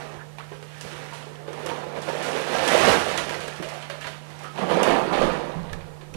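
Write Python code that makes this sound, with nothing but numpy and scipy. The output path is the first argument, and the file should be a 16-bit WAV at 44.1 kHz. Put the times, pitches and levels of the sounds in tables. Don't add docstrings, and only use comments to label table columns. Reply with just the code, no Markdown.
import sys
import numpy as np
from scipy import signal
from scipy.fft import rfft, irfft
from scipy.io import wavfile
from scipy.ndimage import uniform_filter1d

SR = 44100
rng = np.random.default_rng(int(sys.argv[2]) if len(sys.argv) > 2 else 0)


def file_out(sig):
    cols = np.atleast_2d(sig).T
    lim = np.clip(cols, -1, 1)
    pcm = np.round(lim * 32767).astype(np.int16)
    wavfile.write(sys.argv[1], SR, pcm)


def level_to_linear(level):
    exponent = np.asarray(level, float) / 20
    return 10 ** exponent


N = 271656


def evened(x):
    return x / np.sqrt(np.mean(x ** 2) + 1e-20)


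def read(points, hz):
    f, value = np.transpose(points)
    return np.interp(np.log(hz + 1), np.log(f + 1), value)


def curve(rows, axis):
    rows = np.array(rows)
    return np.interp(np.arange(N) / SR, rows[:, 0], rows[:, axis])


def tinted(x, spectrum):
    z = rfft(x)
    mean = np.sqrt(uniform_filter1d(abs(z) ** 2, size=1500) + 1e-20)
    wanted = level_to_linear(read(spectrum, np.fft.rfftfreq(len(x), 1 / SR)))
    return evened(irfft(z / mean * wanted, len(x)))


def ring(x, modes):
    out = np.zeros(len(x))
    for k, (hz, width, db) in enumerate(modes):
        r = np.exp(-np.pi * width / SR)
        turn = 2 * np.pi * hz / SR
        tone = signal.lfilter([1, 0, -1], [1, -2 * r * np.cos(turn), r * r], x)
        out += (-1) ** k * level_to_linear(db) * (1 - r) * tone
    return out


def glide(x, hz, width):
    turn = np.exp(2j * np.pi * np.cumsum(hz) / SR)
    r = np.exp(-np.pi * width / SR)
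    smooth = signal.lfilter([1 - r], [1, -r], x / turn)
    smooth = signal.lfilter([1 - r], [1, -r], smooth)
    return evened((turn * smooth).real)


def grains(per_s, spread_db, lo_hz, hi_hz, cycles, count=24):
    size = level_to_linear(spread_db * np.minimum(rng.exponential(1, N), 5))
    size *= rng.random(N) < per_s / SR
    size *= rng.choice([-1, 1], N)
    kind = rng.integers(0, count, N)
    out = np.zeros(N)
    t = np.arange(2048) / SR
    for k, hz in enumerate(np.geomspace(lo_hz, hi_hz, count)):
        shape = np.sin(2 * np.pi * hz * t) * np.exp(-t * hz / cycles)
        out += signal.oaconvolve(size * (kind == k), shape / np.linalg.norm(shape))[:N]
    return out


def swells(peak_s, peak_db, rise_s, fall_s):
    at = np.arange(0, N + 64, 64)
    late = at / SR - peak_s[:, None]
    span = np.maximum(np.where(late < 0, rise_s[:, None], fall_s[:, None]), .005)
    slope_db = 20
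    power = (level_to_linear(peak_db[:, None] - slope_db * abs(late) / span) ** 2).sum(0)
    return np.interp(np.arange(N), at, np.sqrt(power))


# (time of peak [s], boom level [dB], frame thump level [dB], build-up [s])
LOADS = [(.17, -58, -49, .12), (.4, -54, -54, .12), (.53, -50, -52, .05), (0.862, -45.5, -49, 0.077),
         (1.69, -42, -51, 0.14), (1.85, -41, -59, .15), (1.97, -41, -52, .1), (2.16, -42, -67, 0.28),
         (2.58, -32.5, -65, .06), (2.74, -32, -69.5, 0.11), (2.87, -28.5, -34, 0.095),
         (2.96, -29, -50, 0.051), (3.1, -43, -48, .12), (3.22, -40, -45, .2), (3.31, -42, -49, 0.1),
         (3.43, -46, -49, .15), (3.61, -38.5, -48, 0.074), (4.07, -52, -52, .15), (4.37, -56, -51, .1),
         (4.63, -29, -48, 0.089), (4.77, -20, -44, 0.1), (4.93, -24, -47, 0.16), (5.13, -23, -51, 0.026),
         (5.25, -23, -36, 0.14), (5.58, -34, -39, 0.071), (5.63, -46, -43, 0.1), (5.75, -46, -35.5, 0.11),
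         (6.16, -37.5, -40, 0.088)]


def shaking(axis):
    rows = np.transpose(LOADS)
    return swells(rows[0], rows[axis], rows[3], 1.92 * rows[3])


# (frequency [Hz], level per Hz [dB])
ROOM_TONE = [(12, -54), (20, -14), (96, -59), (123, 8), (150, -24), (177, -40), (203, 9), (301, -31),
             (484, -2.5), (1800, -11.5), (9620, -21), (14200, -30.5), (15900, -61)]


def room_air():
    return level_to_linear(-56.5) * tinted(rng.standard_normal(N), ROOM_TONE)


def frame():
    thump = tinted(rng.standard_normal(N), [(15, -30), (40, 16.5), (60, 16.5), (105, 21.5), (140, -39)])
    shove = tinted(rng.standard_normal(N), [(8, -6), (22, 8), (40, -5.5), (60, -76)])
    shove = shove * (np.arange(N) > 4.9 * SR)
    rest_db = -59.5
    return level_to_linear(-6.0) * np.hypot(level_to_linear(rest_db), shaking(axis=2)) * (thump + 1.36 * shove)


def transformer():
    return level_to_linear(-44) * np.sin(2 * np.pi * 149.8 * np.arange(N) / SR)


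# (time [s], pitch [Hz], level [dB])
MOTOR_RUN = [
    (.2, 98, -71),
    (.5, 106, -62),
    (.9, 116, -60),
    (1.4, 121, -65),
    (1.7, 122, -76),
]


def motor():
    turns = np.cumsum(curve(MOTOR_RUN, axis=1)) / SR
    return np.sin(2 * np.pi * turns) * level_to_linear(curve(MOTOR_RUN, axis=2))


# (time [s], level of knocking lumps [dB], chips and dust compared with lumps [dB])
TRICKLE = [(0, -33.5, -14), (.29, -74, -15), (.72, -50, -2.5), (.92, -41, -3), (1.3, -43.5, -11.5),
           (1.46, -43.5, -16), (1.6, -35, -14), (1.93, -45.5, -17), (2.16, -34.5, -10), (2.82, -24.5, -8.5),
           (3.06, -32.5, -7.5), (3.58, -43, -9.5), (3.88, -49, -10), (4.52, -46.5, -8.5),
           (4.62, -28, -18.5), (5.06, -41, -21), (5.6, -54, -19.5), (6.09, -79, -27.5)]
# (time of peak [s], peak level [dB], build-up [s], dying [s])
SLIDES = [(.02, -37.5, 0.14, 0.5), (.16, -39.5, 0.33, 0.05), (.4, -45, 0.029, 0.26),
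          (.53, -44, 0.036, 0.13), (1.49, -37.5, 0.018, 0.079), (1.688, -31.5, 0.19, 0.68),
          (1.97, -30, 0.062, 0.063), (2.09, -27.5, 0.05, 0.088), (2.39, -29, 0.78, 0.14),
          (2.55, -25.5, 0.13, .07), (2.62, -31, .1, .2), (2.739, -19, 0.23, 0.24), (2.89, -15, 0.24, 0.19),
          (3.2, -29.5, 0.81, 0.08), (3.32, -31.5, .15, 0.34), (3.77, -38, 1, 0.22), (3.91, -36, 0.029, 0.1),
          (4.07, -35.5, 0.15, 0.14), (4.33, -46, 0.23, 0.13), (4.45, -39, 0.16, 0.12),
          (4.589, -28, 0.031, 0.45), (4.71, -20.5, 0.05, 0.97), (4.88, -16, 0.13, 0.3),
          (5.13, -22.5, 0.035, 0.42), (5.229, -19, 0.17, 0.27), (5.53, -39.5, 0.21, 0.13),
          (5.73, -50, 0.16, 0.11), (5.86, -60, .2, 0.1), (6.16, -44.5, 0.085, .1)]


def flow():
    return np.hypot(level_to_linear(curve(TRICKLE, axis=1)), swells(*np.transpose(SLIDES)))


# (frequency [Hz], level per Hz [dB])
KNOCK_COLOUR = [(150, -31), (250, -1.5), (291, -5.5), (334, -3.5), (504, -1.5), (887, -2), (1230, -8),
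                (1480, -10.5), (3140, -20.5), (5000, -31.5), (6500, -82), (11000, -120)]
# (frequency [Hz], width [Hz], level [dB])
SHELL_RINGS = [(500, 13.3, 5), (570, 12, 38), (703, 30, 21.5), (850, 11, 16), (900, 24, -25),
               (1200, 14, -20)]
# (time [s], pitch [Hz], level compared with the knocks [dB])
HOLLOW_RING = [
    (0, 432, -11),
    (1.4, 450, -3),
    (2, 500, -4.5),
    (2.6, 514, -8.5),
    (3.2, 525, -12),
    (3.6, 556, -5),
    (4, 590, -20),
    (4.5, 514, -44),
    (5.3, 523, -8),
    (6.16, 480, -2),
]


def heap():
    knocks = tinted(grains(2000, 1.6, 313.6, 4080, cycles=1.75), KNOCK_COLOUR)
    shell = level_to_linear(-13.0) * evened(ring(knocks, SHELL_RINGS))
    hollow = glide(knocks, curve(HOLLOW_RING, axis=1), width=243)
    hollow = level_to_linear(curve(HOLLOW_RING, axis=2) - 6.0) * hollow
    return level_to_linear(-6.5) * flow() * (knocks + shell + hollow)


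# (frequency [Hz], level per Hz [dB])
CRACKLE_COLOUR = [(880, -7), (1500, 2), (1960, -0.5), (3090, -3.5), (4980, -12), (5440, -10.5), (7440, -17),
                  (9490, -17.5), (12000, -24), (15600, -55), (22000, -120)]


def chips():
    colour = CRACKLE_COLOUR[:-2] + [(16000, -15.5)]
    crackle = tinted(grains(3000, 0.61, 1900, 13600, cycles=0.41), colour)
    return level_to_linear(curve(TRICKLE, axis=2) + 0.5) * flow() * crackle


# (frequency [Hz], width [Hz], level [dB])
BOOM_RINGS = [(123, 15, -11.5), (172.3, 13.3, 3), (191, 19, 4), (271, 103, 0), (363, 75, 1)]
# (time [s], level [dB])
BAG_BUMPS = [
    (5.551, -27),
    (5.746, -35),
    (5.808, -37),
]


def barrel():
    strength = np.hypot(level_to_linear(curve(TRICKLE, axis=1) - 14), shaking(axis=1))
    blows = grains(600, 2.76, 122.5, 445, cycles=0.97)
    boom = level_to_linear(-4.5) * strength * evened(ring(blows, BOOM_RINGS))
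    t = np.arange(N) / SR
    for s, db in BAG_BUMPS:
        age = np.maximum(t - s, 0)
        fall = level_to_linear(db - 60 * age / 0.48)
        boom = boom + fall * (1 - np.exp(-age / 0.0058)) * np.sin(2 * np.pi * 168 * age)
    return boom


# (time [s], length [s], start pitch [Hz], end pitch [Hz], width [Hz], level [dB])
STEEL_SCRAPES = [
    (0.188, 0.036, 1480, 1700, 600, -46),
    (3.63, 0.06, 560, 705, 90, -44),
    (3.71, 0.096, 660, 740, 110, -45.5),
    (3.896, 0.088, 570, 623, 70, -46.5),
    (4.43, 0.075, 1230, 1350, 220, -46.5),
]


def scrapes():
    out = np.zeros(N)
    for s, length, from_hz, to_hz, width, db in STEEL_SCRAPES:
        n = round(length * SR)
        slips = rng.standard_normal(n) * (rng.random(n) < .06)
        squeak = glide(slips, np.linspace(from_hz, to_hz, n), width)
        out[round(s * SR):][:n] += level_to_linear(db) * squeak * signal.windows.tukey(n, .3)
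    return out


def clatter(rows, peak_s, grit):
    out = np.zeros(N + 2048)
    t = np.arange(2048) / SR
    fade = np.exp(-t / peak_s)
    swing = t / peak_s * np.exp(1 - t / peak_s)
    noise = np.diff(uniform_filter1d(rng.standard_normal((len(rows), 2049)), size=3))
    for (s, db, hz), dirt in zip(rows, noise):
        tone = np.sin(2 * np.pi * hz * t) + 0.57 * np.sin(2 * np.pi * 1.61 * hz * t) * fade
        out[round(s * SR):][:len(t)] += level_to_linear(db - 4.0) * swing * (tone + grit * dirt * fade)
    return out[:N]


# (time [s], level [dB], pitch [Hz])
CHIP_CLICKS = [(0.2037, -44, 2760), (0.2346, -47, 2660), (0.3973, -35, 2637), (0.5639, -47, 2980),
               (0.9231, -34, 2720), (1.1286, -35, 2710), (1.2269, -34, 3110), (1.3566, -37, 3100),
               (1.5407, -36, 2870), (1.6913, -25, 3130), (1.7053, -30, 3040), (1.7617, -41, 3010),
               (1.7741, -39, 3080), (1.7816, -41, 2870), (1.839, -38, 2940), (1.9652, -37, 3110),
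               (2.033, -36, 3520), (2.0939, -33, 3110), (2.1797, -32, 3140), (2.3319, -22, 2760),
               (2.3638, -25, 3390), (2.4182, -29, 3410), (2.5339, -31, 3060), (2.6885, -15, 3360),
               (2.7554, -19, 2580), (2.7778, -19, 2630), (2.7983, -18, 2770), (2.8168, -22, 3220),
               (3.0003, -23, 2980), (3.0896, -26, 3040), (3.1261, -27, 3820), (3.1844, -22, 3370),
               (3.3091, -28, 2890), (3.351, -30, 2660), (3.5621, -33, 2950), (3.6464, -30, 2900),
               (3.7641, -36, 2660), (3.826, -29, 3030), (3.9103, -31, 2780), (4.019, -31, 2830),
               (4.0275, -36, 3040), (4.4002, -41, 3260), (4.4461, -41, 2700), (4.5902, -31, 3040),
               (4.705, -30, 3050), (4.8102, -25, 3200), (4.9115, -20, 2920), (4.9494, -27, 2780),
               (4.9868, -30, 3150), (5.6314, -43, 4330), (5.6977, -41, 2500), (5.8115, -45, 2590),
               (5.9461, -50, 4530), (5.9801, -50, 2790), (6.1477, -40, 2920)]


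def chip_clicks():
    return clatter(CHIP_CLICKS, peak_s=0.0005, grit=0.99)


# (time [s], level [dB], pitch [Hz], time to die by 60 dB [s])
SINGLE_LUMPS = [(0.3845, -20, 824, 0.022), (0.4, -24, 1150, 0.028), (0.4065, -23.5, 1310, 0.03),
                (0.424, -29, 1500, 0.03), (0.5166, -26, 412.4, 0.2), (0.627, -28.5, 476, 0.052),
                (0.848, -24, 436, 0.054), (0.952, -30, 1500, 0.03), (1.013, -28, 480, 0.04),
                (1.125, -25, 950, 0.057), (1.268, -26.5, 428, 0.064), (1.482, -18.5, 455, 0.066),
                (1.539, -32, 450, 0.084), (1.698, -20.5, 934, 0.11), (1.9618, -21, 480, 0.072),
                (2.078, -18.5, 550, 0.12), (2.132, -17, 500, 0.08), (2.201, -16, 510, 0.032),
                (2.267, -19, 558, 0.13), (2.716, -5, 605, 0.06), (3.181, -19, 546, 0.098),
                (3.6, -20, 356, 0.084), (3.6246, -21, 573, 0.068), (3.721, -21.5, 713, 0.083),
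                (3.898, -22.5, 570, 0.14), (4.069, -29, 648, 0.1), (4.408, -26, 820, 0.04),
                (4.457, -30, 1270, 0.14), (4.699, -15, 496.7, 0.82), (4.8, -11, 494, 0.04),
                (5.076, -11, 387, 0.039), (5.377, -16, 588, 0.064), (6.01, -38, 1065, 0.042),
                (6.031, -28.5, 377, 0.031), (6.149, -28, 486, 0.11)]


def lumps():
    out = np.zeros(N + 8192)
    t = np.arange(8192) / SR
    for s, db, hz, t60 in SINGLE_LUMPS:
        fall = level_to_linear(-60 * t / max(t60, .01))
        tone = 0
        for m, g in [(1, 0.75), (1.13, 0.47), (1.65, 0.35), (2.45, 0.23)]:
            tone = tone + g * np.sin(2 * np.pi * hz * m * t) * fall ** m
        out[round(s * SR):][:len(t)] += level_to_linear(db - 7.5) * (1 - np.exp(-t / 0.0007)) * tone
    return out[:N]


# (time [s], level [dB], centre pitch [Hz], brightness [dB])
SHARP_TICKS = [(.3845, -30, 2380, -18.5), (0.519, -40, 1090, -26), (0.6265, -36.5, 1510, -12.5),
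               (1.478, -33.5, 1540, -30), (1.531, -34.5, 1810, -13), (1.662, -26, 2810, -9.5),
               (1.9624, -33, 2290, -29), (2.678, -20.5, 2900, -6), (3.1767, -17.5, 1940, -12.5),
               (3.2938, -25.5, 2460, -17), (3.5616, -42, 3100, -7), (3.6882, -30.5, 2600, -12.5),
               (3.738, -46, 2600, -6), (3.815, -43, 3020, -8), (3.899, -25, 1610, -17),
               (4.3035, -36, 2040, -20), (4.3915, -44, 1850, -5), (4.4363, -50, 2700, -1),
               (4.5587, -33, 2710, -21), (4.576, -30, 1700, -24), (4.7102, -47, 3050, -3),
               (4.699, -25, 2020, -39), (4.8317, -18.5, 2830, -10), (4.873, -20, 1800, -31),
               (5.3, -32, 1700, -26), (5.808, -38.5, 2450, -33), (6.0112, -35.5, 1700, -29),
               (6.1404, -33, 2570, -11)]
# (time [s], level [dB], centre pitch [Hz], brightness [dB], rattle
# [dB])
VARIED_TICKS = [(.8112, -33.5, 2760, -5.5, -5), (1.133, -37.5, 1800, -11.5, 4.5),
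                (1.697, -26.5, 1890, -35, -12), (2.019, -34, 1810, -7, -3),
                (2.2257, -29.5, 2320, -9.5, 2.5), (2.584, -21.5, 2280, -20, -3),
                (3.0827, -31, 1920, -14, 7), (3.3427, -25.5, 1978, -30, -19), (3.405, -30, 1800, -13, -2),
                (3.48, -27, 1580, -15, -11), (3.625, -27, 1100, -14.5, -5.5),
                (3.8253, -29.5, 3140, -26, -6), (4.011, -34.5, 1570, -14, 2),
                (4.044, -26.5, 1600, -37, -16), (4.0692, -28, 2390, -18, -9.5),
                (5.1263, -32, 2110, -23, 10), (5.695, -32, 1820, -33, -10),
                (5.7307, -24.5, 1750, -12.5, -48)]
# (frequency [Hz], level per Hz [dB])
DULL_COLOUR = [(500, -5), (1200, 8.5), (2500, 8), (4500, 0.5), (6000, -26)]
# (frequency [Hz], level per Hz [dB])
BRIGHT_COLOUR = [(3500, -1.5), (5000, 9), (10000, 3), (12500, -3), (16000, 7)]


def ticks():
    out = np.zeros(N + 8192)
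    t = np.arange(8192) / SR
    dull = tinted(rng.standard_normal(N + len(t)), DULL_COLOUR)
    bright = tinted(rng.standard_normal(N + len(t)), BRIGHT_COLOUR)
    snap = level_to_linear(-60 * t / 0.046)
    crack = level_to_linear(10.0 - 60 * t / 0.0037)
    plain = [(*row, -10) for row in SHARP_TICKS]
    for s, db, hz, bright_db, rattle_db in plain + VARIED_TICKS:
        at = round(s * SR)
        rattle = level_to_linear(rattle_db - 60 * t / 0.69) * (1 - np.exp(-t / 0.0051))
        fall = snap + rattle
        burst = fall * dull[at:][:len(t)]
        burst = burst + level_to_linear(bright_db + 8.0) * (fall + crack) * bright[at:][:len(t)]
        tone = 1.2 * snap * np.sin(2 * np.pi * hz * t)
        out[at:][:len(t)] += level_to_linear(db - 13.5) * (burst + tone)
    return out[:N]


# (time [s], level [dB], pitch [Hz])
LUMP_KNOCKS = [(1.5422, -26, 480), (1.5856, -29, 570), (1.6006, -28, 430), (1.6335, -28, 470),
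               (1.6635, -26, 477), (1.7782, -26, 666), (1.8326, -28, 540), (1.866, -28, 483),
               (1.9872, -27, 530), (2.0232, -31, 547), (2.0316, -30, 875), (2.0905, -22, 504),
               (2.098, -20, 520), (2.1504, -21, 570), (2.1718, -24, 580), (2.2871, -18.5, 700),
               (2.3285, -19, 540), (2.3514, -18, 510), (2.4018, -21, 600), (2.4447, -21, 560),
               (2.4746, -24, 624), (2.5505, -14.5, 714), (2.5968, -19, 697), (2.6283, -15, 530),
               (2.7435, -9, 650), (2.751, -6, 552), (2.8373, -12, 740), (2.8777, -10, 586),
               (2.8882, -10, 570), (2.9336, -11.5, 540), (3.0653, -17.5, 647), (3.0827, -21, 553),
               (3.1127, -19, 529), (3.208, -21, 597), (3.2688, -23.5, 556), (3.3087, -20.5, 543),
               (3.3616, -27, 780), (3.4414, -31, 684), (3.4818, -24, 520), (4.5624, -29, 815),
               (4.5883, -24, 715), (4.6252, -19.5, 730), (4.6412, -22, 570), (4.7061, -17, 745),
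               (4.7135, -16, 547), (4.7724, -9, 525), (4.8218, -21, 520), (4.8338, -15, 890),
               (4.8752, -12, 616), (4.8846, -11, 600), (4.9061, -11.5, 715), (4.958, -14, 570),
               (5.0129, -21, 656), (5.0338, -24, 510), (5.0538, -29, 765), (5.1291, -23, 860),
               (5.2144, -7.5, 525), (5.412, -24, 520), (5.4559, -24, 510), (5.4938, -29, 596)]


def lump_knocks():
    return clatter(LUMP_KNOCKS, peak_s=0.0015, grit=0.072)


# (frequency [Hz], time to die by 60 dB [s])
ECHO_TIMES = [(150, 0.43), (600, 0.34), (1800, 0.18), (4600, 0.24), (12000, 0.15)]


def workshop(x, wet_db):
    taps = np.zeros((3, SR // 2))
    at = np.arange(160, SR // 2 - 20, 20)
    at = at + rng.integers(0, 20, (3, len(at)))
    np.put_along_axis(taps, at, rng.choice([-1., 1.], at.shape), 1)
    hz, t, z = signal.stft(taps, SR, nperseg=256)
    fall = level_to_linear(-60 * t / read(ECHO_TIMES, hz)[:, None])
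    tail = signal.istft(z * fall, SR, nperseg=256)[1]
    phase = 5.3 * np.arange(N) / SR + np.arange(3)[:, None] / 3
    share = np.sqrt(2 / 3) * np.cos(2 * np.pi * phase)
    echoes = signal.fftconvolve(x * share, tail / np.linalg.norm(tail[0]), axes=1)[:, :N].sum(0)
    return x + level_to_linear(wet_db) * echoes


# (frequency [Hz], level [dB])
MIC_TREBLE = [(11500, 0), (12900, -9), (13600, -15), (14150, -14), (14700, -25), (16000, -20)]


def microphone(x):
    return irfft(rfft(x) * level_to_linear(read(MIC_TREBLE, np.fft.rfftfreq(N, 1 / SR))), N)


def scene():
    around = room_air() + frame() + transformer() + motor()
    snaps = ticks()
    pour = workshop(heap() + chips() + scrapes() + lumps() + 0.77 * snaps, wet_db=-5)
    pour = pour + .5 * snaps + barrel()
    pour = pour + workshop(chip_clicks() + lump_knocks(), wet_db=-8.5)
    pour = signal.sosfilt(signal.butter(2, 70, "high", fs=SR, output="sos"), pour)
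    sound = microphone(pour) + around
    return np.array([0 * sound, 2 * sound])


# (frequency [Hz], level per Hz [dB])
HISS_COLOUR = [(20, 9), (200, 1), (2000, 1), (9000, -0.5), (13500, -4), (15000, -9), (15300, -17),
               (15830, -20), (16000, -60)]


def idle_channel(right):
    hiss = level_to_linear(-63.5) * tinted(rng.standard_normal(N), HISS_COLOUR)
    leak = -level_to_linear(-48) * np.r_[0, right[:-1]]
    whine = level_to_linear(-84) * np.sin(2 * np.pi * 9834 * np.arange(N) / SR)
    return hiss + leak + whine


# (multiple of the notch spacing [-], depth [dB])
HUM_NOTCHES = [(1, -8), (3, -8), (5, -10), (7, -10), (9, -10), (11, -9), (13, -12), (17, -12)]


def hum_filter(x):
    spacing_hz, width_hz = 299.7, 11
    hz = np.fft.rfftfreq(N, 1 / SR)
    depth = sum(db / (1 + ((hz - k * spacing_hz) / width_hz) ** 2) for k, db in HUM_NOTCHES)
    return irfft(rfft(x) * level_to_linear(depth), N)


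def roll_off(x):
    return signal.sosfilt(signal.butter(12, 15830, fs=SR, output="sos"), x)


def record(dry):
    right = dry[1]
    mix = hum_filter(np.array([idle_channel(right), right]))
    return roll_off(np.clip(mix, -1, 1))


dry = scene()
out = record(dry)
file_out(out)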